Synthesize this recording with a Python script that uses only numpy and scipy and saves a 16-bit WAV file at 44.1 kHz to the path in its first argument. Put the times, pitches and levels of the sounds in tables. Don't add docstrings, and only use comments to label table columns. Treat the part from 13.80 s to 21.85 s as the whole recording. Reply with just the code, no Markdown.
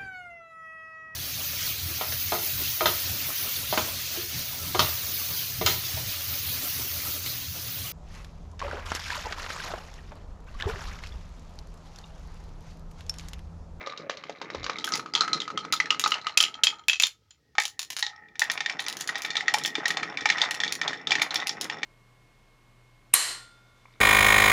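import sys
import numpy as np
from scipy import signal
from scipy.fft import rfft, irfft, next_fast_len
from scipy.io import wavfile

SR = 44100
rng = np.random.default_rng(int(sys.argv[2]) if len(sys.argv) > 2 else 0)


def dump(signal):
    limited = np.clip(np.atleast_2d(signal).T, -1, 1)
    pcm = np.round(limited * 32767).astype(np.int16)
    wavfile.write(sys.argv[1], SR, pcm)


N = 355005

# t/s, peak level/dB, ring of the struck spot f/Hz
KNOCKS = [(0.071, -22.5, 3500), (0.175, -24, 3800), (0.296, -12, 1840), (0.371, -28, 3670),
          (0.437, -26, 2240), (0.495, -20, 644), (0.615, -20.5, 930), (0.701, -22, 1400), (0.747, -20, 930),
          (0.83, -24, 3880), (0.842, -17.5, 4630), (0.864, -16.5, 1470), (0.896, -12, 1234),
          (0.985, -21, 3700), (1.042, -15, 3240), (1.076, -18.5, 1540), (1.121, -13.5, 5700),
          (1.137, -10, 4920), (1.195, -21, 1346), (1.26, -24.5, 1250), (1.337, -15.5, 4860),
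          (1.351, -5.5, 3300), (1.382, -25, 4130), (1.408, -3.5, 4110), (1.478, -17.5, 1550),
          (1.531, -7.5, 4090), (1.602, -16, 3760), (1.618, -20, 3200), (1.678, -21, 1250),
          (1.702, -22, 1180), (1.775, -13.5, 3220), (1.849, -24, 1220), (1.927, -11.5, 3960),
          (1.935, -10, 3560), (2.001, -7.5, 2020), (2.057, -21, 1820), (2.105, -3.5, 2874),
          (2.239, -7, 3840), (2.26, -9.5, 1230), (2.319, -8, 2930), (2.341, -14, 2840), (2.414, -31, 4020),
          (2.468, -11.5, 2890), (2.573, -4, 2900), (2.603, -2, 3170), (2.638, -6.5, 3020),
          (2.741, -27, 3160), (2.835, -1, 3230), (2.869, -3, 3120), (3.085, -7.5, 2650),
          (3.096, -4.5, 2600), (3.131, -8, 3590), (3.199, -6.5, 3280), (3.235, -2, 3580),
          (3.507, -36, 3210), (3.752, -31.5, 1240), (3.782, -4.5, 1870), (3.801, -12.5, 2290),
          (4.226, -7.5, 3890), (4.265, -14, 3810), (4.555, -34, 1850), (4.618, -7.5, 1850),
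          (4.699, -10, 2100), (4.776, -18, 2250), (4.805, -14, 2170), (4.86, -12, 2360),
          (4.897, -13.5, 2046), (4.993, -14.5, 3680), (5.064, -17.5, 6000), (5.29, -12.5, 1476),
          (5.355, -15, 3700), (5.448, -15.5, 1990), (5.504, -14, 4330), (5.554, -15.5, 2180),
          (5.568, -9, 3570), (5.607, -15, 2000), (5.681, -5.5, 1930), (5.742, -7, 2304),
          (5.849, -10.5, 2580), (5.953, -13, 2140), (5.982, -21, 360), (6.056, -8, 3820),
          (6.104, -11.5, 2490), (6.17, -13.5, 4240), (6.23, -13.5, 1810), (6.372, -16.5, 2290),
          (6.408, -19, 3800), (6.456, -5.5, 2240), (6.489, -14, 2380), (6.5, -3.5, 2150),
          (6.582, -15, 2230), (6.607, -17, 1880), (6.616, -5, 3570), (6.71, -16.5, 1670),
          (6.802, -12, 3420), (6.835, -9.5, 3430), (6.878, -16, 3640), (7.014, -11, 3500),
          (7.078, -12, 3450), (7.131, -17, 1760), (7.271, -13, 3540), (7.307, -10, 3300),
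          (7.318, -5.5, 2250), (7.353, -9.5, 2380), (7.396, -19, 2280), (7.417, -6.5, 2220),
          (7.507, -17.5, 3940), (7.557, -9, 3540), (7.6, -18.5, 3570), (7.693, -12, 5510),
          (7.898, -16, 2820), (8.031, -14, 2180)]
# f/Hz, relative level/dB
FRAME = [(560, 1), (1190, -3), (2110, -4.5), (3880, -9)]
RAMP = [(900, -15.5), (1280, -4.5), (2070, -16.5), (4130, -17.5)]
TRUCK = [(2590, -5), (3200, 2), (5900, -3.5), (7020, 6)]
CHUTE = [(830, -5), (1290, -11), (1865, 1), (2290, -5), (3550, -1), (5410, -7)]
# start t/s, modes that are struck, modes of the track,
# share of many marbles at once/0-1
STAGES = [(0, FRAME, FRAME, .7), (.97, RAMP, RAMP, .55), (2.55, TRUCK, RAMP, .4), (3.6, CHUTE, CHUTE, .1),
          (4.6, CHUTE, CHUTE, .9)]
# t/s, hum of the groove before it swells level/dB, low rumble of the whole track level/dB
ROLL = [(0, -37.5, -49.5), (.4, -53.5, -55), (1.15, -44.5, -45), (1.312, -62.5, -50.5), (1.41, -51.5, -45),
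        (2.51, -48.5, -56.5), (3.02, -54.5, -63.5), (3.12, -87.5, -82), (4.15, -66, -68.5),
        (4.26, -52.5, -77.5), (4.551, -57.5, -61), (4.75, -47.5, -55.5), (5.9, -46, -48.5),
        (7.12, -47, -47.5), (7.24, -55, -51), (7.35, -45.5, -48.5), (8.05, -45, -48.5)]
# f/Hz, relative level/dB per Hz
CRACK = [(200, -20.5), (1900, -1), (6800, 2), (8200, -8.5)]
# f/Hz, relative level/dB per Hz
AIR = [(25, -42.5), (60, -5.5), (120, -4), (300, -34.5), (5500, -28.5), (9000, -43.5)]
# t/s, peak above 7.5 kHz level/dB
CLICKS = [(1.046, -25.5), (1.1553, -21.5), (1.925, -18.5), (2.196, -18), (2.2764, -24), (2.575, -11),
          (2.8384, -13.5), (3.0834, -14), (3.1989, -20), (3.2233, -14.5), (3.8005, -20.5), (3.8536, -22.5),
          (3.88, -27), (3.9931, -22.5), (4.017, -30), (4.1032, -28.5), (4.1662, -26), (4.1931, -23.5),
          (4.595, -16), (4.7168, -19.5), (5.0036, -27), (5.084, -22.5), (5.169, -29.5), (5.2098, -20.5),
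          (5.2753, -24.5), (5.382, -35), (5.4202, -27), (5.7397, -19), (5.8373, -25.5), (5.8598, -21.5),
          (6.081, -22.5), (6.7099, -21.5), (6.924, -20), (7.42, -22.5), (7.544, -23), (7.671, -21),
          (7.8117, -23.5)]
# f/Hz, relative level/dB per Hz
GLASS = [(1500, -8.5), (3500, 0.5), (7000, 0), (8200, -19.5), (10000, -7.5), (13500, -24.5), (14800, -11.5),
         (16300, -40)]
# t/s, level/dB, length/s
BUMP = (0.75, -44.5, 0.15)

AIR_DB = -70
EDGE_HZ = 16700
TAP_CRACK = .08
STIR_DB, STIR_S = 25.5, 0.063
TAPS_PER_S = 110
TAP_DB = 12.5


def amp(db):
    return 10 ** (np.asarray(db) / 20)


def evened(x):
    return x / np.sqrt(np.mean(x ** 2) + 1e-20)


def colour(x, points):
    hz, db = np.transpose(points)
    size = next_fast_len(len(x))
    f = np.fft.rfftfreq(size, 1 / SR)
    gain = amp(np.interp(np.log(f + 1), np.log(hz), db))
    return irfft(rfft(x, size) * gain, size)[:len(x)]


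def band(x, lo_hz, hi_hz):
    return signal.sosfilt(signal.butter(3, [lo_hz, hi_hz], "bandpass", fs=SR, output="sos"), x)


def add(mix, s, sound):
    part = mix[round(s * SR):][:len(sound)]
    part += sound[:len(part)]


def resonate(x, hz, width):
    r = np.exp(-np.pi * width / SR)
    return signal.lfilter([1 - r, 0, r - 1], [1, -2 * r * np.cos(2 * np.pi * hz / SR), r * r], x)


def width_of(hz):
    return 50 + .015 * hz


def wander(depth_db, per_s):
    steps = rng.standard_normal(int(N / SR * 40))
    steps = signal.lfilter([1], [1, -np.exp(-per_s / 40)], steps)
    drift = np.interp(np.linspace(0, len(steps), N), np.arange(len(steps)), evened(steps))
    return amp(depth_db * drift)


def stir():
    s, db, _ = np.transpose(KNOCKS)
    blows = np.zeros(N)
    blows[(s * SR).astype(int)] = amp(db + STIR_DB)
    return np.sqrt(1 + signal.lfilter([1], [1, -np.exp(-1 / (STIR_S * SR))], blows))


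def track_rings(drive, part, modes, many):
    rings = 0
    for hz, db in modes:
        soft_db = -40.0 * max(np.log2(hz / 1900), 0)
        ring = resonate(drive[part], hz, (1 + many) * width_of(hz))
        ring = evened(resonate(ring, hz, 3 * width_of(hz)))
        rings = rings + amp(db + soft_db) * wander(3 + 5 * many, 12)[part] * ring
    return evened(rings)


def add_taps(hum, start, end, modes, many):
    kinds = [knock(start, hz, rng.standard_normal((2, 2000)), TAP_CRACK)
             for hz, _ in 2 * modes[2:]]
    count = round(TAPS_PER_S * many * (end - start))
    for when, kind, size in rng.random((count, 3)):
        tap = kinds[int(kind * len(kinds))]
        add(hum, start + when * (end - start), amp(TAP_DB - 13.4 * size) * tap)


def rolling():
    t = np.arange(N) / SR
    s, hum_db, rumble_db = np.transpose(ROLL)
    sizes = amp(4.5 * np.minimum(rng.exponential(1, N), 4))
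    present = rng.random(N) < 600 / SR
    bumps = sizes * present * rng.choice([-1, 1], N)
    drive = evened(bumps) + .5 * rng.standard_normal(N)
    roar = evened(band(drive, 622, 2160)) + 0.12 * evened(band(drive, 2300, 6000))
    roar = wander(3.8, 25) * roar
    hum = np.zeros(N)
    ends = [row[0] for row in STAGES[1:]] + [N / SR]
    for (start, _, modes, many), end in zip(STAGES, ends):
        part = slice(round(start * SR), round(end * SR))
        rings = track_rings(drive, part, modes, many)
        hum[part] = (1 - .75 * many) * rings + .6 * many * roar[part]
        add_taps(hum, start, end, modes, many)
    rumble = evened(band(drive[::-1], 110, 480) * wander(3, 25))
    hum_gain = amp(np.interp(t, s, hum_db)) * stir()
    return hum_gain * hum + amp(np.interp(t, s, rumble_db)) * rumble


def room_air():
    return amp(AIR_DB) * evened(colour(rng.standard_normal(N), AIR))


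def struck(s):
    return [modes for start, modes, *_ in STAGES if start <= s][-1]


def knock(s, spot_hz, luck, crack_share=.21):
    t = np.arange(luck.shape[1]) / SR
    modes = struck(s)
    hz, db = np.transpose(modes + [(spot_hz, 5.0)])[:, :, None]
    near_db = -4.0 * abs(np.log2(hz / spot_hz)) + 6.0 * luck[1, :len(hz), None]
    hz[:-1] += 28 * luck[1, -len(hz) + 1:, None]
    width = width_of(hz) * (2 if modes == FRAME else 1)
    width[-1] *= 2
    tones = np.exp(-np.pi * width * t) * np.sin(2 * np.pi * hz * t)
    ring = (amp(db + near_db) * tones).sum(0)
    noise = colour(luck[0], CRACK)
    noise = evened(noise) + evened(resonate(noise, spot_hz, spot_hz))
    crack = evened(noise) * (np.exp(-t / 0.0036) + 0.044 * np.exp(-t / 0.11))
    body = ring / abs(ring).max() + crack_share * crack
    body *= (1 - np.exp(-t / 0.00047)) ** 2
    return body / abs(body).max()


def knocks():
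    out = np.zeros(N)
    luck = rng.standard_normal((len(KNOCKS), 2, 2, 2000))
    later = rng.random((len(KNOCKS), 3, 4))
    for (s, db, hz), (first, second), (wait, size, shift) in zip(KNOCKS, luck, later):
        add(out, s, amp(db) * knock(s, hz, first))
        nearby_hz = hz * 2 ** (0.21 * (shift[0] - .5))
        rebound = amp(db - 8.5) * knock(s, nearby_hz, second)
        for k, after in enumerate(np.cumsum(0.0017 + 0.015 * wait)):
            add(out, s + after, size[k] * amp(-3.5 * k) * rebound)
    return out


def bump():
    s, db, length = BUMP
    t, out = np.arange(0, length, 1 / SR), np.zeros(N)
    swell = np.sin(np.pi * np.sqrt(t / length))
    add(out, s, amp(db) * swell * evened(band(rng.standard_normal(len(t)), 40, 112)))
    return out


def clicks():
    out, t = np.zeros(N), np.arange(2000) / SR
    luck = rng.standard_normal((len(CLICKS), 2000))
    later = rng.random((len(CLICKS), 2, 3))
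    fade = np.exp(-t / .0008) + .3 * np.exp(-t / .008)
    for (s, db), noise, (wait, size) in zip(CLICKS, luck, later):
        click = evened(colour(noise, GLASS)) * fade
        click /= abs(band(click, 7500, 16500)).max()
        delays = [0, *np.cumsum(0.003 + 0.018 * wait)]
        for after, share in zip(delays, [1, *(0.53 * size)]):
            add(out, s + after, share * amp(db) * click)
    return band(out, 810, 16000)


def room(x, t60=.16):
    taps = np.zeros(SR // 3)
    at = np.arange(130, len(taps) - 20, 20)
    taps[at + rng.integers(0, 20, len(at))] = rng.choice([-1., 1.], len(at))
    taps *= amp(-60 * np.arange(len(taps)) / SR / t60)
    return signal.fftconvolve(x, taps / np.linalg.norm(taps))[:N]


def scene():
    near = band(knocks() + rolling(), 140, 5940) + clicks()
    far = np.arange(N) < STAGES[1][0] * SR
    near = np.where(far, band(near, 60, 6500), near)
    return (near + amp(-10.0) * room(near) + bump() + room_air())[None]


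def record(dry):
    low_pass = signal.firwin(511, EDGE_HZ, window=("kaiser", 9), fs=SR)
    return signal.oaconvolve(dry, low_pass[None], "same")


dry = scene()
out = record(dry)
dump(out)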